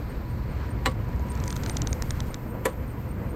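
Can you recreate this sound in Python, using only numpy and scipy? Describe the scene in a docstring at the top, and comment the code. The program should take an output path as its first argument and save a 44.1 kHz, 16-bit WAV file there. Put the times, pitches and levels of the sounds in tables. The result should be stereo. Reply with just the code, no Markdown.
"""Room rumble and hiss come first, with a motor whine and a squeak once per disk turn: a floppy disk drive on a desk.
A hand-held two-port microphone swings from its back to its front; the head knocks twice; dry ticks run at the left port.
Squeaks are gliding sines; knocks ring body modes; whine, hum and narrow hiss are resonated noise.
Ticks and scrape are band-passed noise bursts and grains; hand bumps are struck resonances; the room is shaped noise."""
import sys
import numpy as np
from scipy import signal
from scipy.fft import rfft, irfft
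from scipy.io import wavfile

SR = 44100
rng = np.random.default_rng(int(sys.argv[2]) if len(sys.argv) > 2 else 0)


def bounce(signal):
    """Save signal as a 16-bit WAV file at the path given by the first command-line argument."""
    frames = np.transpose(np.atleast_2d(signal))
    limited = np.clip(frames, -1, 1)
    pcm = np.round(limited * 32767).astype(np.int16)
    wavfile.write(sys.argv[1], SR, pcm)


N = 147735


def amp(db):
    """Amplitude factor of a level in dB."""
    return 10 ** (np.asarray(db) / 20)


def unit(x):
    """Scale to rms 1."""
    return x / np.sqrt(np.mean(x ** 2) + 1e-20)


def times():
    """Sample times [s]."""
    return np.arange(N) / SR


def curve(rows):
    """Interpolate (time, level) rows over the scene."""
    return np.interp(times(), *np.transpose(rows))


def at_hz(points, hz, column=1):
    """Interpolate a table column over log frequency."""
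    p = np.array(points)
    log_hz = np.log(np.maximum(hz, 1))
    return np.interp(log_hz, np.log(np.maximum(p[:, 0], 1)), p[:, column])


def drift(rate_hz):
    """Slow random signal of rms 1: two-pole low-passed noise, computed at SR / 40."""
    step = 40
    r = np.exp(-2 * np.pi * rate_hz * step / SR)
    settle = 2000
    noise = rng.standard_normal(N // step + settle + 2)
    slow = signal.lfilter([1], [1, -2 * r, r * r], noise)[settle:]
    return np.interp(np.arange(N) / step, np.arange(len(slow)), unit(slow))


def ring(x, hz, t60_s):
    """Two-pole resonator: a unit click starts a decaying sine of height 1."""
    r = amp(-60 / (max(t60_s, .001) * SR))
    w = 2 * np.pi * hz / SR
    return signal.lfilter([0, np.sin(w)], [1, -2 * r * np.cos(w), r * r], x + 1e-18)


def band(x, edges_hz):
    """Butterworth band-pass."""
    edges_hz = np.clip(edges_hz, 10, 19000)
    return signal.sosfilt(signal.butter(2, edges_hz, "band", fs=SR, output="sos"), x)


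def coloured(spectrum, shape, column=1):
    """Noise with the spectral shape of a table column, rms 1."""
    gain = amp(at_hz(spectrum, np.fft.rfftfreq(N, 1 / SR), column=column))
    return unit(irfft(rfft(rng.standard_normal(shape)) * gain, N))


def narrow(hz, wide_hz):
    """Noise through a narrow resonance: a wavering tone, rms 1."""
    return unit(ring(rng.standard_normal(N), hz, np.log(1000) / (np.pi * wide_hz)))


def fade(peak_s, rise_s, t60_s):
    """Swell of 20 dB per rise_s up to peak_s, then exponential decay."""
    t = times() - peak_s
    decay = np.where(t < 0, -t / rise_s / 3, t / t60_s)
    return amp(-60 * np.clip(decay, 0, 5))


# one squeak of the disk in its sleeve: (time after start [s], centre pitch [Hz], relative level [dB])
SQUEAK_GLIDE = [(0, 9250, -14), (.006, 9200, -5), (.022, 9000, -2.5), (.027, 8800, -3), (.034, 8600, -1.5),
                (.041, 8650, -0.5), (.048, 9000, -3.5), (.056, 9700, -9), (.064, 10300, -24)]
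# squeak from turn to turn: (time [s], level [dB], extra lead-in level [dB])
SQUEAK_TURNS = [(0.1101, -52, -12), (0.3097, -56.5, -9), (0.5043, -60, -4), (0.7064, -51, -8),
                (0.9097, -53.5, 0), (1.1094, -73, 0), (1.3014, -42.5, -16), (1.502, -43, -2),
                (1.71, -42.5, -1), (1.9011, -44.5, -1), (2.1066, -45.5, 0), (2.3094, -51.5, 0),
                (2.5094, -57.5, 3), (2.7076, -53.5, -2), (2.91, -54.5, 5), (3.1094, -53.5, -1),
                (3.3129, -53.5, -3)]
FIRST_SQUEAK_S, TURN_S, SQUEAK_LEAD_IN_S = 0.0742, .2, .024
SQUEAK_FLUTTER_DB, SQUEAK_WOBBLE_HZ = 2.5, 92.7   # rms
SQUEAK_BLUR_HZ, SQUEAK_BLUR = 250, .7   # top of the roughness band, rms depth


def squeaks():
    """One gliding sine per disk turn, roughened by noise modulation."""
    glide_s, glide_hz, glide_db = np.transpose(SQUEAK_GLIDE)
    turn_s, turn_db, lead_in_db = np.transpose(SQUEAK_TURNS)
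    since_s = (times() - FIRST_SQUEAK_S) % TURN_S
    lead_in = np.clip((SQUEAK_LEAD_IN_S - since_s) / .004, 0, 1)
    level_db = np.interp(since_s, glide_s, glide_db) + np.interp(times(), turn_s, turn_db)
    level_db += lead_in * np.interp(times(), turn_s, lead_in_db)
    level_db += SQUEAK_FLUTTER_DB * drift(84)
    pitch_hz = np.interp(since_s, glide_s, glide_hz) + SQUEAK_WOBBLE_HZ * drift(90)
    whistle = np.sin(2 * np.pi * np.cumsum(pitch_hz) / SR)
    grain = 1 + SQUEAK_BLUR * unit(band(rng.standard_normal(N), (20, SQUEAK_BLUR_HZ)))
    return amp(level_db) * grain * (since_s < glide_s[-1]) * whistle


# head knocks: (time [s], body level [dB])
HEAD_KNOCKS = [(.859, -20.5), (2.656, -19.5)]
# contacts, one list per knock: (time [s], strength into high modes [dB], into low modes [dB])
KNOCK_CONTACTS = [
    [(.8545, -14, -26), (.8593, 2, -10), (.862, -2.5, -14), (.8655, -1.5, 0), (.872, -8, -17),
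     (.8775, -15.5, -15), (.885, -22, -18)],
    [(2.6548, 1.5, -4), (2.657, 1, -1.5), (2.661, -5.5, -12), (2.667, -9, -12), (2.672, -17, -18),
     (2.685, -23, -20)],
]
# drive body modes: (frequency [Hz], level from behind [dB], level from the front [dB], t60 [s])
BODY_MODES = [(253, -11, -13, 0.13), (310, -4.5, -8.5, 0.077), (390, -7, -6, .06), (456, -6, 1, 0.1),
              (517, -4, 0, 0.13), (580, -12, -9, 0.14), (759.5, -5.5, -14, 0.1), (1005, 0.5, -4.5, 0.074),
              (1130, -1, -9, 0.13), (1320, -12, -13, 0.068), (1728, -7, -5.5, 0.056),
              (1940, -2.5, -8, 0.057), (2130, -4, -14, 0.055), (2907, -5, -15, 0.04),
              (3990, -4, -24, 0.024), (7840, -13, -22, 0.0297)]
# crack noise, relative: (frequency [Hz], level from behind [dB per Hz], level from the front [dB per Hz])
CRACK_SPECTRUM = [(170, -34, -36), (330, -4, -3), (550, -8, -5), (950, 2, -2.5), (2450, -6, -10.5),
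                  (4140, -11, -15.5), (5660, -15.5, -24), (6300, -20, -19), (7600, -9.5, -15),
                  (11100, -20.5, -8), (12600, -26, -23), (14500, -20, -27), (16200, -40, -34)]
LOW_MODES_HZ, KNOCK_PAN_DB = 700, 2
CHATTER_PER_S, CHATTER_DB, CHATTER_T60_S, CHATTER_RISE_S = 1500, -12, .012, 0.0021
CRACK_DB, CRACK_T60_S = -20, 0.02
ROOM_DB, ROOM_T60_S, ROOM_DULL_HZ = -11.5, 0.2, 5000   # ROOM_DB is relative to the crack


def knock_body(contacts, column):
    """Contacts and the chatter around them ring the drive's modes."""
    grit = amp(CHATTER_DB) * (rng.random(N) < CHATTER_PER_S / SR) * rng.standard_normal(N)
    drive = np.zeros((2, N))   # into high modes, into low modes
    for at_s, high_db, low_db in contacts:
        touch = grit * fade(at_s, CHATTER_RISE_S, CHATTER_T60_S)
        touch[int(at_s * SR)] = 1
        drive += amp([[high_db], [low_db]]) * touch
    body = 0
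    for j, mode in enumerate(BODY_MODES):
        hz, t60_s = mode[0], mode[3]
        rung = ring(drive[int(hz < LOW_MODES_HZ)], hz, t60_s)
        sign = (-1) ** ((j + 1) // 2)
        body = body + sign * amp(mode[column]) * rung / abs(rung).max()
    return body


def knock_crack(contacts, column):
    """Shaped noise swelling and decaying at each contact, summed in power."""
    power = 0
    for at_s, high_db, _ in contacts:
        power = power + amp(2 * high_db) * fade(at_s, CHATTER_RISE_S, CRACK_T60_S) ** 2
    return amp(CRACK_DB) * power ** .5 * coloured(CRACK_SPECTRUM, N, column=column)


def knock_room(knock_s, column):
    """Decaying noise tail of one knock, two independent channels."""
    swell = fade(knock_s + 0.0057, 0.022, ROOM_T60_S)
    return amp(CRACK_DB + ROOM_DB) * swell * coloured(CRACK_SPECTRUM, (2, N), column=column)


def knocks():
    """Two head knocks, first heard from behind, then from the front: body, crack, dull room tail."""
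    near, tail = 0, 0
    for column, ((knock_s, body_db), contacts) in enumerate(zip(HEAD_KNOCKS, KNOCK_CONTACTS), start=1):
        near = near + amp(body_db) * knock_body(contacts, column)
        near = near + knock_crack(contacts, column)
        tail = tail + knock_room(knock_s, column)
    tail = signal.sosfilt(signal.butter(1, ROOM_DULL_HZ, fs=SR, output="sos"), tail)
    tail = amp(2.6 * drift(60)) * tail
    pan = amp([[KNOCK_PAN_DB / 2], [-KNOCK_PAN_DB / 2]])
    return ports(near + tail[0]) * pan + tail[1] * np.array([[.6], [-.6]])


# motor whine: (time [s], level [dB])
WHINE_LEVEL = [(0, -54), (.5, -51.5), (1, -49.5), (1.5, -46), (1.75, -59), (2.3, -52.5), (2.8, -54),
               (3.35, -55.5)]
# low hiss band, heard from behind the drive: (time [s], level [dB])
HISS_LOW_LEVEL = [(0, -61.5), (.4, -62.5), (.8, -74), (1.1, -70), (1.4, -79), (3.35, -95)]
# high hiss band: (time [s], level [dB])
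HISS_HIGH_LEVEL = [(0, -66), (.6, -66), (1.2, -64), (1.6, -67), (2.0, -62), (2.5, -62), (2.9, -62),
                   (3.35, -65)]
WHINE_HZ, WHINE_WIDE_HZ, WHINE_FLUTTER_DB = 980, 24, 1.2
HUM_HZ, HUM_WIDE_HZ, HUM_DB = 117.9, 12, -43.5
HISS_LOW_HZ, HISS_LOW_WIDE_HZ = 4300, 700
HISS_HIGH_HZ, HISS_HIGH_WIDE_HZ = 13700, 350


def tones():
    """Motor whine, mains hum and two hiss bands: noise through narrow resonances."""
    whine_db = curve(WHINE_LEVEL) + WHINE_FLUTTER_DB * drift(19)
    whine = amp(whine_db) * narrow(WHINE_HZ, WHINE_WIDE_HZ)
    hum = amp(HUM_DB) * narrow(HUM_HZ, HUM_WIDE_HZ)
    hiss_low = amp(curve(HISS_LOW_LEVEL)) * narrow(HISS_LOW_HZ, HISS_LOW_WIDE_HZ)
    hiss_high = amp(curve(HISS_HIGH_LEVEL)) * narrow(HISS_HIGH_HZ, HISS_HIGH_WIDE_HZ)
    return whine + hum + hiss_low + hiss_high


# phase lead of the left port, negative = lag: (frequency [Hz], lead [rad])
PORT_LEAD = [(100, -.2), (1000, -1.1), (3000, -1.4), (6000, -.8), (8500, -1.3), (9200, -2.4), (9600, -3.14),
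             (10900, -3.14), (11700, -5.6), (12300, -6.28), (16000, -6.6)]


def ports(x):
    """Split the phase difference between the ports evenly: half lead left, half lag right."""
    half = np.exp(.5j * at_hz(PORT_LEAD, np.fft.rfftfreq(N, 1 / SR)))
    return irfft(rfft(x) * np.array([half, half.conj()]), N)


# ticks: (time [s], ring peak [dB], left-right [dB], body re ring [dB], low body re ring [dB],
#         air re ring [dB], snap time scale [s])
TICK_EVENTS = [(1.0435, -54, 5, -3, -3, -18, 0.0018), (1.088, -47, 15, -3, -3, -18, 0.0018),
               (1.16, -43, 19, 1, -3, -20, 0.0018), (1.194, -39, 22, -4, -6, -27, 0.0019),
               (1.265, -50, 13, -7, -5, -16, 0.0018), (1.285, -42, 21, -6, -3, -17, 0.0018),
               (1.317, -36, 22, 0, -8, -25, 0.002), (1.3515, -34.5, 25, 0, -2, -26, 0.002),
               (1.374, -36, 21, -3, 2, -23, 0.0019), (1.4, -32, 27, 0.5, -5, -30, 0.002),
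               (1.4371, -27, 27, -2, -1, -22, 0.0022), (1.457, -36, 14, -10, -7, -8, 0.0018),
               (1.465, -40, 20, -2, 0, -20, .0015), (1.4762, -21, 26, -6, -3, -14, 0.0026),
               (1.503, -24, 32, 2.5, -2.5, -22, 0.0024), (1.5253, -23.5, 30, 2, 1, -15, 0.0018),
               (1.557, -36, 14, -4, -3, -9, 0.002), (1.5623, -27.5, 25, 4.5, 0, -5.5, 0.0027),
               (1.5744, -43, 5.0, -2, -3, 0, 0.0018), (1.633, -27.5, 32, 2.5, 0, -21, 0.0027),
               (1.638, -32, 30, -1, 0, -21, 0.0015), (1.6602, -26, 30, 7, 3.5, -17, 0.0022),
               (1.672, -40, 25, 0, -5, -17, 0.0017), (1.695, -19, 27, -0.5, 0, -22, 0.0025),
               (1.7676, -18, 33, -1, -2.5, -24, 0.002), (1.8177, -17, 32, -1, -5, -32, 0.0016),
               (1.8705, -17, 32, -1, -5.5, -32, 0.0018), (1.928, -15.5, 32, -6.5, -7.5, -32, 0.0016),
               (2.0216, -17, 32, -1, -2, -13, 0.0015), (2.1064, -13, 36, -8.5, -7.5, -32, 0.0011),
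               (2.203, -24, 31, 6, 1, -28, 0.0014), (2.3418, -26.5, 31, 5, 2.5, -28, 0.002)]
# tick resonances: (frequency [Hz], relative level [dB], t60 [s])
TICK_MODES = [(6160, 1, 0.0025), (8560, -12, 0.002)]
TICK_BODY_HZ, TICK_LOW_HZ, TICK_AIR_HZ = (2740, 5180), (1220, 2500), (8000, 15500)
TICK_TAIL_DB, TICK_TAIL_S = -24, .002
TICK_SAMPLES = 900


def ticks():
    """Noise snaps a few ms long: short ring, broad body, and air that reaches both ports."""
    out = np.zeros((2, N))
    for at_s, peak_db, pan_db, body_db, low_db, air_db, scale_s in TICK_EVENTS:
        at = int(at_s * SR)
        t = np.arange(TICK_SAMPLES) / SR / scale_s
        tail = amp(TICK_TAIL_DB) * np.tanh(t) * np.exp(-t * scale_s / TICK_TAIL_S)
        snap = (t * t * np.exp(-t * t) + tail) * rng.standard_normal(TICK_SAMPLES)
        rung = 0
        for k, (hz, gain_db, t60_s) in enumerate(TICK_MODES):
            rung = rung + (-1) ** k * amp(gain_db) * ring(snap, hz, t60_s)
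        parts = [(band(rung, (3500, 12000)), 0, 1),   # signal, level re ring [dB], share of the pan
                 (band(snap, TICK_BODY_HZ), body_db, .8),
                 (band(snap, TICK_LOW_HZ), low_db, .6),
                 (band(snap, TICK_AIR_HZ), air_db, .1)]
        for part, extra_db, share in parts:
            left_db = peak_db + extra_db
            gains = amp([[left_db], [left_db - share * pan_db]])
            out[:, at:at + TICK_SAMPLES] += part / abs(part).max() * gains
    return out


# scraping at the left port: (time [s], level [dB])
SCRAPE_LEVEL = [(1.0, -75), (1.2, -71), (1.44, -62), (1.54, -50), (1.565, -45), (1.6, -60), (1.64, -52),
                (1.75, -54), (2.0, -56.5), (2.25, -55), (2.4, -75)]
SCRAPE_PER_S, SCRAPE_HZ, SCRAPE_PAN_DB = 1800, (1500, 8600), 22


def scrape():
    """Friction as sparse random grains of uneven strength, band-passed."""
    grains = (rng.random(N) < SCRAPE_PER_S / SR) * rng.standard_normal(N) * amp(4 * drift(25))
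    return amp(curve(SCRAPE_LEVEL)) * unit(band(grains, SCRAPE_HZ)) * amp([[0], [-SCRAPE_PAN_DB]])


# handling rumble: (time [s], level [dB])
RUMBLE_LEVEL = [(0, -39), (.4, -39), (.8, -65), (1.3, -49), (1.9, -37), (2.4, -39.5), (2.6, -46),
                (3.35, -52)]


def rumble():
    """Deep band-passed noise from the hand, equal at both ports."""
    return amp(curve(RUMBLE_LEVEL)) * unit(band(rng.standard_normal(N), (22, 45)))


# hand bumps on the housing: (time [s], nominal level [dB], thump re level [dB])
HAND_BUMPS = [(1.089, -24.5, -6), (1.196, -26.5, -4), (1.4, -27, -8), (1.427, -34, -4), (1.49, -34, 10),
              (1.595, -34, 8), (1.635, -26, -8), (1.706, -30, 8), (1.757, -23.5, -2), (1.785, -25, 3),
              (1.835, -33, 11), (1.877, -22, 1), (1.91, -23, 1), (1.965, -34, 8), (2.005, -29, 4),
              (2.034, -24, 1), (2.116, -29, 9), (2.165, -30, 2), (2.212, -28, 6), (2.302, -27, -6),
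              (2.549, -25.5, -2)]
# bump resonances: (frequency [Hz], relative level [dB], t60 [s])
BUMP_MODES = [(185, -2, .03), (307, -1.5, 0.012), (528, 2, 0.0087), (920, -7, 0.014), (1270, -16, 0.0075)]
THUMP_HZ, THUMP_T60_S = 92, 0.07
BUMP_LAG_CYCLES, BUMP_SPREAD_DB = .7, 2.14   # lag in cycles: lower modes start later


def bumps():
    """Clicks of randomly varied strength ring the housing modes; dulled, weaker at the right port."""
    at_s, level_db, thump_db = np.transpose(HAND_BUMPS)
    out = 0
    for hz, gain_db, t60_s in [(THUMP_HZ, thump_db, THUMP_T60_S)] + BUMP_MODES:
        clicks = np.zeros(N)
        start = ((at_s + BUMP_LAG_CYCLES / hz) * SR).astype(int)
        clicks[start] = amp(level_db + gain_db + rng.normal(0, BUMP_SPREAD_DB, len(at_s)))
        out = out + ring(clicks, hz, t60_s)
    dull = signal.sosfilt(signal.butter(3, 1100, fs=SR, output="sos"), out)
    return dull * np.array([[1], [.6]])


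# room and drive noise in phase at the ports: (frequency [Hz], relative level [dB per Hz])
ALIKE_SPECTRUM = [(26, -46), (45, -4), (64, 2), (92, -5), (124, -2.5), (158, -11), (213, -10.5), (435, -22),
                  (469, -17.5), (571, -24), (806, -28), (958, -27), (1420, -30.5), (2220, -34),
                  (3630, -47.5), (4320, -44.5), (5800, -51.5), (8000, -51), (8820, -54), (10200, -82),
                  (11600, -47.5), (13800, -50), (16400, -63)]
# noise in opposite phase at the ports: (frequency [Hz], relative level [dB per Hz])
OPPOSED_SPECTRUM = [(12, -57), (20, -20), (60, -1.5), (211, -11), (304, -11.5), (360, -14), (438, -13.5),
                    (706, -11), (790, -17.5), (1640, -15.5), (2710, -29.5), (4370, -35), (6120, -39),
                    (8110, -41), (8820, -37.5), (12000, -35.5), (13400, -56), (15000, -40), (16400, -53)]
# gain as the microphone moves: (time [s], bass [dB], middle [dB], presence [dB], treble [dB])
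SWING_GAIN = [(0, -1, 1, -0.5, -0.5), (.3, 2, 1, -4, -2.5), (0.602, 0.5, 1, 1.5, -5.5),
              (0.899, 3, 1, -0.5, -5), (1.2, 4, 2, 0.5, -2), (1.45, 3.5, 3.5, 3, 5), (1.6, 3, 2.5, 3, 8),
              (1.8, 3, 3, 2, 4), (2.0, 2, 2, 2, 4.5), (2.25, 3, 1, 1, 4), (2.501, -8, 3, -4, 1.5),
              (2.8, -1.5, 2, -3.5, 0), (3.1, 0.5, 0.5, -2.5, -1), (3.35, 0, 2.5, -4, 1)]
# centres of those four bands: (frequency [Hz])
SWING_BANDS = [70, 500, 4500, 13000]
ALIKE_DB, OPPOSED_DB = -31.5, -43.5   # before the swing gains
PATCHY_DB = 1.27   # rms flicker of each band


def background():
    """In-phase and opposed noise in overlapping bands, each following the swing and flickering."""
    alike = amp(ALIKE_DB) * coloured(ALIKE_SPECTRUM, N)
    opposed = amp(OPPOSED_DB) * coloured(OPPOSED_SPECTRUM, N)
    spectra = rfft(np.array([alike, opposed]))
    swing_s, *band_gains = np.transpose(SWING_GAIN)
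    log_hz = np.log(np.fft.rfftfreq(N, 1 / SR) + 1)
    place = np.interp(log_hz, np.log(SWING_BANDS), np.arange(4))
    out = 0
    for k, gain_db in enumerate(band_gains):
        weight = np.clip(1 - abs(place - k), 0, 1)   # triangular crossfade
        level_db = np.interp(times(), swing_s, gain_db) + PATCHY_DB * drift(8.2)
        out = out + amp(level_db) * irfft(spectra * weight, N)
    return out[0] + out[1] * np.array([[1], [-1]])


def scene():
    """Sum of all layers, left and right port."""
    drive = ports(squeaks() + tones()) + knocks()
    return drive + ticks() + scrape() + rumble() + bumps() + background()


CUTOFF_HZ = 16600


def record(dry):
    """Steep low-pass: the top is cut."""
    return signal.sosfilt(signal.cheby2(18, 60, CUTOFF_HZ, fs=SR, output="sos"), dry)


dry = scene()
out = record(dry)
bounce(out)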